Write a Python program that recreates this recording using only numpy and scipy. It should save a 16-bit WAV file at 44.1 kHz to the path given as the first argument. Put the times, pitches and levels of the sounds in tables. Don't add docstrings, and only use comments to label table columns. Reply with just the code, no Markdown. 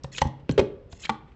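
import sys
import numpy as np
from scipy import signal
from scipy.fft import rfft, irfft
from scipy.io import wavfile
from scipy.ndimage import uniform_filter1d

SR = 44100
rng = np.random.default_rng(int(sys.argv[2]) if len(sys.argv) > 2 else 0)


def file_out(sig):
    cols = np.atleast_2d(sig).T
    lim = np.clip(cols, -1, 1)
    pcm = np.round(lim * 32767).astype(np.int16)
    wavfile.write(sys.argv[1], SR, pcm)


def magnitude_from_level(level_db):
    exponent = np.asarray(level_db, float) / 20
    return 10 ** exponent


N = 59535

# pitch_hz, level_db (per Hz)
RUMBLE_COLOUR = [(22, -10), (48, 8.5), (425, -6), (807, -16.5), (1080, -18), (3060, -28.5), (5000, -36.5),
                 (8000, -47.5)]
# pitch_hz, t60_s, level_db
ROOM_BANDS = [(97, 0.21, -35), (154.6, 0.44, -17), (405, 0.31, -24.5), (529, 0.6, -29.5),
              (850, 0.28, -28.5), (1364, 0.46, -27.5), (2900, 0.41, -30.5), (4630, 0.2, -25),
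              (7300, 0.22, -26.5)]
# pitch_hz, level_db, t60_s
ROOM_MODES = [(105.9, -62, 0.48), (385, -69.5, .5), (414, -72.5, .6), (455, -72.5, .55), (479, -73.5, 0.56),
              (548, -71, 0.42), (582, -74.5, .55), (1007, -74.5, .4), (1080, -74.5, .33)]

# pitch_hz, t60_s
TABLE_MODES = [(40, 0.022), (74, 0.063), (139, 0.16), (225, 0.11)]
# start_s, then level_db of each table mode, low to high
THUMPS = [(0.042, -24.5, -28.5, -31.5, -46.5), (0.217, -47, -14, -23, -26.5),
          (0.2544, -58, -14.5, -20.5, -23.5), (0.431, -33.5, -32.5, -45.5, -65),
          (0.496, -45.5, -41, -21.5, -30.5), (0.519, -54, -20, -58, -51), (0.589, -58, -16.5, -53, -41.5),
          (0.613, -37, -46, -24, -20.5), (0.859, -25.5, -52, -65.5, -83), (0.93, -24.5, -30, -53, -44.5),
          (1.032, -49.5, -48, -67, -65), (1.099, -55, -29, -34.5, -22.5), (1.313, -56, -39, -51.5, -54)]

# time_s, level_db
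SLIDES = [
    [(.115, -68), (.12, -54), (.145, -47.5), (.163, -51), (.178, -43), (.19, -39.5), (.197, -66.5),
     (.214, -38.5)],
    [(.895, -84), (.922, -54), (.945, -66), (.971, -61), (.983, -73), (.992, -60)],
    [(.992, -70), (.997, -54), (1.02, -52), (1.038, -49), (1.049, -51.5), (1.062, -58), (1.075, -89),
     (1.092, -57)],
]
# pitch_hz, level_db (per Hz)
SCRAPE_COLOUR = [(410, -36), (700, -11), (2700, -6.5), (3020, -2.5), (4950, -8), (6670, -11), (7710, -11),
                 (8200, -54.5), (10700, -61), (18000, -120)]
WALL_HZ = [1290, 2090, 2700, 3430, 4240, 5200, 6540, 6770, 7100]
# start_s, length_s, level_db, pitch_hz
CATCHES = [(0.116, 0.031, -53, 1950), (0.124, .01, -48.5, 5750), (0.135, 0.0097, -50, 2000),
           (.146, .01, -44, 2500), (0.143, .012, -52, 1550), (0.145, 0.029, -48, 6700),
           (0.151, 0.02, -44, 2500), (0.163, 0.005, -41, 3900), (0.485, .008, -55.5, 2600),
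           (0.494, 0.019, -48.5, 3140), (.497, 0.021, -57, 5360), (0.516, 0.013, -51, 7080),
           (0.514, 0.015, -52, 3000), (.555, 0.016, -62.5, 2500), (.998, .01, -54.5, 5200),
           (1.013, .014, -54.5, 2080), (1.022, 0.022, -45, 3080), (1.031, 0.018, -45, 2500),
           (1.032, 0.024, -44, 3960), (1.03, 0.016, -56.5, 1570), (1.05, 0.017, -38.5, 3190),
           (1.051, 0.013, -38.5, 2190), (1.094, 0.01, -53, 3870)]

# start_s, level_db, centre_hz, t60_s
TICKS = [(0.035, -38, 5250, 0.025), (.149, -55.5, 2760, 0.03), (0.169, -48, 3950, 0.02),
         (0.1745, -29, 3510, 0.0071), (0.1818, -35, 5070, 0.018), (0.183, -22, 2900, 0.016),
         (0.187, -31, 2600, 0.043), (0.271, -44, 2000, 0.024), (0.21, -36.5, 2500, 0.024),
         (0.397, -61.5, 2700, 0.062), (0.425, -74.5, 5330, 0.0055), (0.925, -40.5, 3900, 0.017),
         (1.0525, -43, 3050, 0.0041), (1.055, -36, 2350, 0.04), (1.054, -32.5, 3300, 0.027),
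         (1.0698, -42, 1630, 0.013), (1.048, -40.5, 1230, 0.014), (1.296, -63, 4960, 0.0038),
         (1.275, -64.5, 2000, 0.26), (1.319, -58, 2100, 0.038)]
# start_s, level_db, pitch_hz, t60_s
KNOCKS = [(.044, -34, 756, 0.039), (.929, -44.5, 686, 0.065), (0.2172, -24.5, 5950, 0.012),
          (0.1494, -32.5, 2900, .008), (0.1741, -29.5, 3900, 0.0057), (0.1807, -28, 4400, .008),
          (0.18, -36.5, 6820, 0.021), (0.1816, -25, 1500, 0.006), (0.1829, -22, 2900, 0.0086),
          (.2166, -28.5, 3700, .006), (0.223, -32, 3180, .025), (0.493, -19, 2600, 0.0044),
          (0.4942, -33, 4100, 0.0048), (0.5121, -32.5, 6000, .006), (.512, -33.5, 4200, .015),
          (0.5822, -21, 3240, .01), (.5935, -22.5, 2110, .012), (1.0479, -32, 1700, .01),
          (1.0523, -22.5, 3800, 0.0045), (1.0526, -22.5, 2170, 0.0069), (1.0696, -32, 1650, 0.0048)]

# pitch_hz, level_db, t60_s
ON_MAT = [(542, -3.5, 0.026), (871, 6.5, 0.022), (949, -8.5, 0.038), (1104, -28.5, 0.071),
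          (1550, -39.5, 0.048), (1958, -9.5, 0.023), (3030, -35.5, 0.04), (3910, -39.5, 0.021)]
LAST_ON_MAT = [(439, -14, 0.1), (798, -11, 0.085), (877, 10.5, 0.016), (926, -27, 0.019), (1140, -14, 0.11),
               (1305, 0, 0.027), (1400, -4, 0.022), (2000, -16.5, 0.058), (2346, -11, 0.027),
               (3040, -29, 0.019), (3860, -29, 0.023)]
STACK = [(542, 0, 0.034), (970, 2, 0.015), (1810, -22.5, 0.075)]
ON_CUPS = [(398.6, 1.5, 0.028), (438, 5, 0.051), (501, 2.5, 0.041), (640, -11.5, 0.031), (840, -8.5, 0.03),
           (1070, -12, 0.031), (2100, -11, 0.024), (2500, -21, 0.045), (3107, -14.5, 0.023),
           (3830, -25.5, 0.048)]
HELD = [(259.3, 8.5, 0.022), (466, -5, 0.019), (367, -1, 0.019), (720, -19, 0.027), (1060, -23.5, 0.034),
        (1646, -32, 0.062), (2600, -16, .01)]

# (crack, per octave above 3 kHz)
MAT_HITS = [
    (0.2163, -28, -24, 0.0011, 1),
    (0.2179, 1, -25.5, 0.0056, 2.5),
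    (0.2519, -25.5, -45.5, 0.0036, -10.5),
    (0.271, -46.5, -44.5, 0.00091, 3.5),
]
LAST_HITS = [
    (1.0933, -12.5, -23.5, 0.0029, -0.58),
    (1.0968, -21, -27.5, 0.0016, -1.3),
]
STACK_HITS = [
    (0.0439, -25, -38, 0.0019, -0.79),
    (0.928, -45.5, -44.5, 0.0018, -1.4),
]
CUP_HITS = [
    (0.1825, -35.5, -56.5, 0.0075, 2.5),
    (.578, -11, -25.5, 0.0053, -6),
    (0.5801, -25, -26.5, 0.00033, 0.5),
    (.585, -18.5, -29.5, 0.001, -6.5),
    (0.5893, -34, -34, 0.0018, 0.5),
    (0.5929, -9, -24, 0.0014, -0.5),
    (.598, -19.5, -28.5, 0.0012, 1.5),
    (0.6033, -23, -44, 0.00035, -20),
    (0.6117, -26.5, -37.5, .001, -14.5),
]
HELD_HITS = [
    (.4924, -26, -33, .0008, -14),
    (.4944, -6, -36, .003, -1),
    (.5113, -30, -40, .001, 0),
    (1.102, -26, -42, .002, -6),
]
# pitch_hz, level_db (per Hz)
CRACK_COLOUR = [(300, 12), (1500, 7.5), (3000, 8), (5000, 1), (8200, -9.5)]

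CONTACT_S = 0.0004


def unit(x):
    return x / np.sqrt(np.mean(x ** 2))


def colour(x, points):
    hz, db = np.array(points, float).T
    f = np.arange(len(x) // 2 + 1) * SR / len(x) + 1
    gain = magnitude_from_level(np.interp(np.log(f), np.log(hz), db))
    return irfft(rfft(x) * gain, len(x))


def fade(t, t60):
    return np.exp(-np.log(1000) * t / max(t60, 0.002))


def swell_in(t, swell):
    return 1 - np.exp(-t / swell)


def add(out, start, x):
    i = int(start * SR)
    out[i:i + len(x)] += x[:N - i]


def walk(rate):
    hold = int(SR / rate)
    levels = rng.standard_normal(N // hold + 1)
    return uniform_filter1d(np.repeat(levels, hold), hold)[:N]


def narrow_band(x, hz, width):
    edges = [hz * (1 - width / 2), hz * (1 + width / 2)]
    return signal.sosfilt(signal.butter(1, edges, "band", fs=SR, output="sos"), x)


def ring(modes, swell, scatter_db):
    t = np.arange(SR // 2) / SR
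    y = np.zeros(len(t))
    for hz, db, t60 in modes:
        level_luck, pitch_luck = rng.standard_normal(2)
        pitch = hz * (1 + 0.006 * pitch_luck)
        y += magnitude_from_level(db + scatter_db * level_luck) * fade(t, t60) * np.sin(2 * np.pi * pitch * t)
    return y * swell_in(t, max(swell, 1e-4))


def hum():
    level_db = -52 + 1.5 * walk(11.0)
    return unit(colour(rng.standard_normal(N), RUMBLE_COLOUR)) * magnitude_from_level(level_db)


def room():
    gap_s, rise_s = 0.015, 0.0019
    t = np.arange(SR) / SR
    rise = swell_in(np.clip(t - gap_s, 0, None), rise_s)
    tail, modes = np.zeros(SR), np.zeros(SR)
    for hz, t60, db in ROOM_BANDS:
        edges = [hz / 1.41, min(hz * 1.41, 12000)]
        sos = signal.butter(2, edges, "band", fs=SR, output="sos")
        band = signal.sosfilt(sos, rng.standard_normal(SR))
        tail += magnitude_from_level(db) * band * fade(t, t60) * rise
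    for hz, db, t60 in ROOM_MODES:
        modes += magnitude_from_level(db) * fade(t, t60) * np.sin(2 * np.pi * hz * t)
    return tail * 0.16 + modes * rise


def table():
    edge_hz, edge_t60_s, edge_db = 310, 0.35, -16
    out = np.zeros(N)
    for start, *levels in THUMPS:
        modes = [(hz, db, t60) for (hz, t60), db in zip(TABLE_MODES, levels)]
        modes.append((edge_hz, levels[-1] + edge_db, edge_t60_s))
        add(out, start, ring(modes, swell=0.0015, scatter_db=-2.5))
    return out


def slides():
    grains_per_s, spread_db, trim_db = 11000, 3.23, 1.5
    patch_per_s, patch_db = 90, 5
    t = np.arange(N) / SR
    chance, side, size = rng.random((3, N))
    grains = (chance < grains_per_s / SR) * np.sign(side - 0.5)
    grains = grains * magnitude_from_level(-spread_db * np.log(size + 1e-6))
    grains = colour(grains, SCRAPE_COLOUR)
    walls, env = np.zeros(N), np.zeros(N)
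    for hz in WALL_HZ:
        walls += narrow_band(grains, hz, width=0.081) * magnitude_from_level(patch_db * walk(patch_per_s))
    for curve in SLIDES:
        time_s, level_db = np.array(curve).T
        env += magnitude_from_level(np.interp(t, time_s, level_db, left=-120, right=-120))
    return unit(walls) * env * magnitude_from_level(trim_db)


def catches():
    out = np.zeros(N)
    for start, length, db, hz in CATCHES:
        noise = rng.standard_normal(2048)
        rasp = unit(narrow_band(noise, hz, width=0.053))[512:]
        share = np.clip(np.arange(len(rasp)) / SR / length, 0, 1)
        add(out, start, magnitude_from_level(db) * rasp * np.sin(np.pi * share))
    return out


def ticks():
    ratios, levels = [1 / 4, 2 / 3, 1, 3 / 2, 3], [-19, -8, 0, -8, -26]
    out, t = np.zeros(N), np.arange(4096) / SR
    for start, db, hz, t60 in TICKS:
        shape = list(zip(np.array(ratios) * hz, levels))
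        burst = unit(colour(rng.standard_normal(len(t)), shape))
        add(out, start, magnitude_from_level(db) * burst * fade(t, t60) * swell_in(t, CONTACT_S))
    return out


def knocks():
    out, t = np.zeros(N), np.arange(4096) / SR
    for start, db, hz, t60 in KNOCKS:
        add(out, start, magnitude_from_level(db) * fade(t, t60) * np.sin(2 * np.pi * hz * t))
    return out


def crack(tilt_db):
    t = np.arange(4096) / SR
    shape = [(hz, db + tilt_db * max(np.log2(hz / 3000), 0)) for hz, db in CRACK_COLOUR]
    noise = unit(colour(rng.standard_normal(len(t)), shape))
    body, snap = fade(t, 0.034), magnitude_from_level(-2) * fade(t, 0.007)
    return noise * (body + snap) * swell_in(t, CONTACT_S)


def landings():
    out = np.zeros(N)
    kinds = [(ON_MAT, MAT_HITS), (LAST_ON_MAT, LAST_HITS), (STACK, STACK_HITS),
             (ON_CUPS, CUP_HITS), (HELD, HELD_HITS)]
    for modes, hits in kinds:
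        for start, ring_db, crack_db, swell, tilt_db in hits:
            add(out, start, magnitude_from_level(ring_db) * ring(modes, swell, scatter_db=2.13))
            add(out, start, magnitude_from_level(crack_db) * crack(tilt_db))
    return out


def scene():
    floor, tail, boom = hum(), room(), table()
    cups = slides() + catches() + ticks() + knocks() + landings()
    mic_low_cut = signal.butter(2, 55, "high", fs=SR, output="sos")
    near = signal.sosfilt(mic_low_cut, cups + boom)
    echo = signal.fftconvolve(cups + magnitude_from_level(-4.0) * boom, tail)[:N]
    return (near + echo + floor)[None]


def top_cut(x):
    return signal.sosfilt(signal.butter(12, 8890, fs=SR, output="sos"), x)


def record(dry):
    treble_cut = signal.ellip(10, 0.3, 75, 8000, fs=SR, output="sos")
    mix = signal.sosfilt(treble_cut, dry)
    return top_cut(mix)


dry = scene()
out = record(dry)
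file_out(out)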